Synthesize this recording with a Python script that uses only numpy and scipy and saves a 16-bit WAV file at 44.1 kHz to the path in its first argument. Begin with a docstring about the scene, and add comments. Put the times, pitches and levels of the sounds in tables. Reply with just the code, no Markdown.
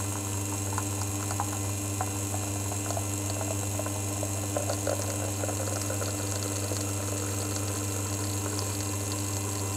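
"""An espresso machine pulls a shot, close by. From start to end its motor hums, a four-vane rotary pump
rasps and whines, and water hisses through the pressure valve, swelling twice with each turn of the shaft.
At first coffee drips into a glass with separate plops, and now and then a bubble bursts with a sharp click.
About halfway the drips join into a stream and a fine crackle builds up.
As the frothy layer deepens, it rings lower and the clicks get duller."""
import sys
import numpy as np
from scipy import signal
from scipy.fft import rfft, irfft, next_fast_len
from scipy.io import wavfile
from scipy.ndimage import map_coordinates

SR = 44100
rng = np.random.default_rng(int(sys.argv[2]) if len(sys.argv) > 2 else 0)


def log_audio(samples):
    """Write samples as a 16-bit WAV file to the path given in sys.argv[1]."""
    # one column per channel
    frames = np.atleast_2d(samples).T
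    # limit to full scale, then quantise
    limited = np.clip(frames, -1, 1)
    pcm = np.round(limited * 32767).astype(np.int16)
    wavfile.write(sys.argv[1], SR, pcm)


N = 430416

# how hard each of the pump's four vanes pushes: relative level/dB
VANE_PUSHES = [4, 1, 1, 0.5]
DRIP_OCTAVES = 0.21  # small plops ring this far above the froth's own note


def pour(drips_per_s=16, doubling_s=2.5):
    """Coffee falls in single large plops over a thickening stream of small ones."""
    # large drops landing: t/s, peak level/dB, bubble f/Hz, relative ring of the glass/dB
    large_drops = [(0.155, -24, 966, 6), (0.524, -27.5, 980, -18), (0.727, -27, 870, -22),
                   (0.78, -18.5, 1040, 3), (1.016, -30, 783, -15), (1.227, -25, 1030, 1),
                   (1.309, -19, 780, -11), (1.399, -15, 970, -24), (1.531, -24.5, 1050, -13),
                   (2.008, -16.5, 789, -14), (2.342, -23.5, 708, -25), (2.717, -26, 725, -26),
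                   (2.862, -25, 676, -8), (2.905, -23.5, 651, -16), (2.97, -22, 681, -36),
                   (3.298, -26.5, 685, -23), (3.366, -27.5, 630, -22), (3.411, -22.5, 818, -16),
                   (3.506, -23, 630, -30), (3.793, -22, 604, -24), (3.863, -21, 587, -9),
                   (4.229, -24.5, 593, -27), (4.566, -17.5, 585, -18), (4.604, -27, 568, -22),
                   (4.697, -21, 590, -15), (4.872, -18.5, 580, -15), (4.893, -18, 570, -18),
                   (4.929, -19, 564, -20), (5.436, -18.5, 549, -15), (6.024, -21.5, 503, -11),
                   (6.715, -24.5, 458, -21), (7.124, -25, 616, -16), (8.461, -22, 600, -8)]
    # small drops, largest as they join into a stream: t/s, typical peak/dB, relative ring of the glass/dB
    small_drops = [(0, -34, 0), (2.3, -38, -8), (4.3, -37.5, -11), (4.9, -31, -9), (6, -34.5, -4),
                   (7.4, -38.5, -3.5), (9.76, -42.5, 1.5)]
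    out = np.zeros(N)
    for s, db, hz, glass_db in large_drops:
        froth = froth_hz(s)
        add(out, s, amp(db) * plop(hz, glass_db + 9.5, froth))  # the first impact rings the glass harder
        shed_s = s + rng.uniform(.009, .026)  # then the drop sheds a smaller bubble
        add(out, shed_s, amp(db - 11.5) * plop(2 ** DRIP_OCTAVES * froth, glass_db, froth))
    times = chance(drips_per_s * 2 ** (clock() / doubling_s))
    for s, (size, pitch) in zip(times, rng.standard_normal((len(times), 2))):
        db, glass_db = curves(small_drops, s)
        hz = froth_hz(s) * 2 ** (DRIP_OCTAVES + 0.16 * pitch)
        add(out, s, amp(db + 5 * min(size, 2)) * plop(hz, glass_db, froth_hz(s)))
    return out


def plop(bubble_hz, glass_db, layer_hz):
    """A drop traps a bubble that rings briefly and sets the froth and the air in the glass ringing."""
    # notes of the air in the glass: f/Hz, relative level/dB, ring time/s
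    air_notes = [(1023, -1.5, 0.026), (1320, -2, 0.019), (1430, -10.5, 0.037)]
    layer = amp(-11) * ring(layer_hz, t60=.11)
    # the air note nearest the froth's overtone (its higher note) loses least
    overtone_hz = 2.62 * layer_hz
    octaves_apart = np.log2(np.array(air_notes)[:, 0] / overtone_hz)
    nearness = np.exp(-(octaves_apart / .2) ** 2)
    loss_db = 11 * (nearness.max() - nearness)
    air = sum(amp(db - loss + rng.normal(0, 2.7)) * ring(hz, t60)
              for (hz, db, t60), loss in zip(air_notes, loss_db))
    sound = ring(bubble_hz, t60=0.02) + amp(glass_db) * air + layer
    # the froth gives off little below its own note, and the soft landing makes little treble
    sound = bandpass(sound, low_hz=.68 * layer_hz, high_hz=1980)
    return echoed(sound / np.max(np.abs(sound)), wet_db=-8, t60=0.057)


def froth_hz(s, start_hz=992, growth_per_s=0.1502):
    """The froth's own note at time s: the layer deepens steadily, and twice the depth halves the pitch."""
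    return start_hz / (1 + growth_per_s * s)


def bursting_bubbles(crackle_start_s=4.5, crackle_rise_s=.9, crackles_per_s=48):
    """Loud bursts click and ring the froth and the glass; a finer crackle joins once the stream runs."""
    # loud bubble bursts: t/s, base level/dB
    loud_bursts = [(0.78, -22), (1.016, -22.5), (1.2276, -25), (1.3085, -19.5), (2.9052, -19), (3.299, -21),
                   (4.6954, -23.5), (4.7331, -20), (4.8954, -21), (5.02, -18), (5.1023, -19.5),
                   (5.7593, -20), (5.8153, -19), (6.322, -18.5), (6.3582, -19), (6.4273, -19),
                   (6.5675, -22.5), (6.7666, -18), (7.5632, -17.5), (7.6816, -22.5), (8.1405, -22.5),
                   (8.5909, -17), (8.8055, -19), (9.1192, -21), (9.3682, -21)]
    out = np.zeros(N)
    for s, db in loud_bursts:
        add(out, s, amp(db + 2) * burst(s))
        hollow_ring = plop(2 ** DRIP_OCTAVES * froth_hz(s), glass_db=4.5, layer_hz=froth_hz(s))
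        add(out, s, amp(db - 10.5) * hollow_ring)
    build_up = 1 - np.exp(-np.maximum(clock() - crackle_start_s, 0) / crackle_rise_s)
    for s in chance(crackles_per_s * build_up):
        add(out, s, amp(rng.normal(-28, 2.5)) * burst(s))
    return out


def burst(s):
    """One bubble bursts at time s with a tiny snap; the thickening froth takes off its treble."""
    # the notes in one snap: f/Hz, relative level/dB, ring time/s
    snap_notes = [(1900, -11.5, 0.0043), (2900, -16, 0.0034), (4430, -2, 0.0063), (5430, -3, 0.0022),
                  (6640, 3, 0.0033), (8700, -5.5, 0.0019)]
    pitch = np.exp(rng.normal(0, 0.012))
    treble_db_per_octave = 10 - 1.4 * s
    snap = 0
    for k, (hz, db, t60) in enumerate(snap_notes):
        treble_db = treble_db_per_octave * max(np.log2(hz / 4400), 0)
        gain = amp(db + treble_db + rng.normal(0, 4.1))
        snap += (-1) ** k * gain * ring(hz * pitch, t60, size=SR // 90)
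    return echoed(snap / np.max(np.abs(snap)), wet_db=-6.5, t60=.035)


def pump(shaft_hz=24.236):
    """One shaft, turning at a nearly steady speed, sets the pace of the rasp, the hiss and the whine."""
    turns = np.cumsum(shaft_hz * (1 + 0.0006063 * wobble(6))) / SR
    return amp(-39.5) * casing_rasp(turns, shaft_hz) + amp(-42) * valve_hiss(turns) + pump_whine(turns)


def casing_rasp(turns, shaft_hz):
    """Every vane scrapes past the same opening and rings the metal casing."""
    # notes of the metal casing: f/Hz, width/Hz, relative level/dB
    casing_notes = [(1750, 55, -30), (2021, 180, -21), (2467, 156, -11.5), (2680, 160, -8.5),
                    (2948, 240, -11.5), (4153, 360, -11.5), (5376, 380, -11), (6437, 53, 1.5),
                    (6600, 45, -2.5), (6780, 220, -1.5), (7060, 100, -2.5), (7567, 175, 2), (7810, 44, 4),
                    (7870, 135, -1.5), (8680, 75, 1.5), (9410, 32, -1), (10300, 45, -3.5),
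                    (11510, 43, -7.5), (12870, 95, -7), (14340, 220, -19)]
    strokes = turns * len(VANE_PUSHES)
    surface = rng.standard_normal(int(SR / shaft_hz / len(VANE_PUSHES)))
    scrape = unit(map_coordinates(surface, [strokes % 1 * len(surface)], mode="grid-wrap"))
    push = vane_push(strokes)
    force = (0.59 * scrape + rng.standard_normal(N)) * push
    casing = lambda f: sum((-1) ** k * amp(db) * 1j * f * width / (hz * hz - f * f + 1j * f * width)
                           for k, (hz, width, db) in enumerate(casing_notes))
    return unit(filtered(force, casing))


def vane_push(strokes, steady=0.35, fade_strokes=.24, scatter_db=1.46):
    """Each vane uncovers the opening suddenly and its push dies away; no two pushes are equal."""
    count = strokes.astype(int)
    scatter = rng.standard_normal(count[-1] + 1)[count]
    size_db = np.take(VANE_PUSHES, count, mode="wrap") + scatter_db * scatter
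    return steady + amp(size_db) * np.exp(-(strokes % 1) / fade_strokes)


def valve_hiss(turns, swell_db=2.5, uneven_db=0.7, lag_turns=0.083):
    """A gritty jet of water through the valve swells twice a turn, one swell stronger than the other."""
    # tone colour of the jet: f/Hz, relative level/dB
    hiss_colour = [(1500, -16.5), (3300, -13.5), (4800, -20.5), (6200, -16.5), (6500, 2.5), (7200, -4),
                   (7700, 1), (8200, -6.5), (9000, -9.5), (10500, -5), (12000, -13), (13200, -13),
                   (15000, -13.5), (16000, -32)]
    grit = amp(2.8 * wobble(1500))
    angle = 2 * np.pi * (turns - lag_turns)  # lags behind the strongest vane's push
    swell = amp(swell_db * np.cos(2 * angle) + uneven_db * np.cos(angle))
    return coloured(rng.standard_normal(N) * swell * grit, hiss_colour)


def pump_whine(turns):
    """The pump sings at multiples of its shaft speed, each tone fluttering with the load."""
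    # tones of the whine: multiple of the shaft speed, level/dB
    whine_tones = [(20, -53), (21, -60), (25, -58), (28, -60), (32, -55), (39, -58), (40, -60), (42, -60),
                   (43, -56), (44, -59), (56, -62), (64, -66), (72, -64), (80, -68), (84, -63), (88, -69),
                   (99, -66), (100, -61), (102, -66), (104, -61), (108, -61), (112, -55), (120, -65),
                   (124, -65), (128, -65), (168, -68)]
    out = np.zeros(N)
    for multiple, db in whine_tones:
        gain = amp(db + 1.9 * wobble(14))
        # tones at multiples of the vane rate keep step with the pushes
        offset = rng.random() * (1 if multiple % len(VANE_PUSHES) else 1 / 3)
        out += gain * np.sin(2 * np.pi * (multiple * turns + offset))
    return np.sqrt(2) * out


def motor(mains_hz=50):
    """Magnetism tugs the iron twice per mains cycle; the spinning rotor adds tones and shakes the housing."""
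    # magnetic hum of the motor and the valve coil: f/Hz, level/dB
    hum_tones = [(100, -34.5), (200, -48.5), (300, -42), (400, -50), (500, -79), (600, -56.5)]
    # motor tones that slip out of step with the mains: f/Hz, level/dB
    rotor_tones = [(87.9, -55.5), (97, -56.5), (224.1, -52), (281.6, -63), (290.8, -51.5), (297, -54.5),
                   (315.1, -58), (387.8, -62), (567.1, -57.5)]
    # tone colour of the shaking housing: f/Hz, relative level/dB
    rumble_colour = [(25, -22), (45, -15), (70, 3.5), (110, 6), (140, -8), (250, -9), (295, 2.5),
                     (345, -8.5), (430, -1.5), (700, -4), (880, -7.5), (1050, -8.5), (2200, -22.5),
                     (5000, -19.5), (16000, -51)]
    t = clock() - .002 + .00003 * wobble(1.0)  # the pitch wavers very slightly
    hum = sum(-amp(db) * np.cos(2 * np.pi * mains_hz * round(hz / mains_hz) * t) for hz, db in hum_tones)
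    rotor = sum(amp(db) * np.sin(2 * np.pi * (hz * t + rng.random())) for hz, db in rotor_tones)
    rumble = amp(-43.5) * coloured(rng.standard_normal(N), rumble_colour)
    return np.sqrt(2) * (hum + rotor) + rumble


def ring(hz, t60, size=SR // 15):
    """A note, size samples long, that fades by 60 dB in its ring time of t60 seconds."""
    t = np.arange(size) / SR
    return np.sin(2 * np.pi * hz * t) * np.exp(-np.log(1000) * t / t60)


def echoed(sound, wet_db, t60):
    """A short sound with its own tail of echoes off nearby surfaces."""
    t = np.arange(SR // 15) / SR
    tail = rng.standard_normal(len(t)) * np.exp(-np.log(1000) * t / t60) * (t > .002)
    tail *= amp(wet_db) / np.linalg.norm(tail)
    tail[0] = 1  # the direct sound
    return signal.fftconvolve(sound, tail)


def bandpass(x, low_hz, high_hz):
    """Cut the bass and the treble of a short sound steeply."""
    s = 1j * np.fft.rfftfreq(len(x), 1 / SR)
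    poles = lambda hz: (s / hz) ** 2 + np.sqrt(2) * s / hz + 1
    response = (s / low_hz) ** 2 / poles(low_hz) / poles(high_hz)
    return irfft(rfft(x) * response ** 2, len(x))


def filtered(x, response):
    """Scale each frequency in x by response(hz)."""
    size = next_fast_len(N + SR // 2)
    return irfft(rfft(x, size) * response(np.fft.rfftfreq(size, 1 / SR)), size)[:N]


def coloured(x, points):
    """Give x the tone colour of (f/Hz, level/dB) points, at an average strength of 1."""
    f, db = np.transpose(points)
    return unit(filtered(x, lambda hz: amp(np.interp(np.log(hz + 1), np.log(f), db))))


def wobble(rate):
    """A random curve of average strength 1 that heads for a new value rate times a second."""
    points = rng.standard_normal(int(N * rate / SR) + 4)
    return unit(np.interp(clock() * rate, np.arange(len(points)), points))


def chance(per_second):
    """Random moments, in seconds, at a changing rate."""
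    return np.flatnonzero(rng.random(N) < per_second / SR) / SR


def curves(rows, at):
    """Read a table's columns at a given time, gliding between its rows."""
    times, *columns = np.transpose(rows)
    return [np.interp(at, times, column) for column in columns]


def add(track, s, sound):
    """Mix a sound into a track at s seconds."""
    part = track[max(round(s * SR), 0):][:len(sound)]
    part += sound[:len(part)]


def amp(db):
    """Turn decibels into a gain."""
    return 10 ** (np.asarray(db) / 20)


def unit(x):
    """Scale to an average strength (rms) of 1."""
    return x / np.sqrt(np.mean(x ** 2) + 1e-20)


def clock():
    """The time of each sample in seconds."""
    return np.arange(N) / SR


def scene():
    """The machine and the glass, heard from one spot."""
    return (motor() + pump() + pour() + bursting_bubbles())[None]


def record(dry):
    """Cut off the very highest treble."""
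    return filtered(dry[0], lambda hz: hz < 15720)[None]


dry = scene()
out = record(dry)
log_audio(out)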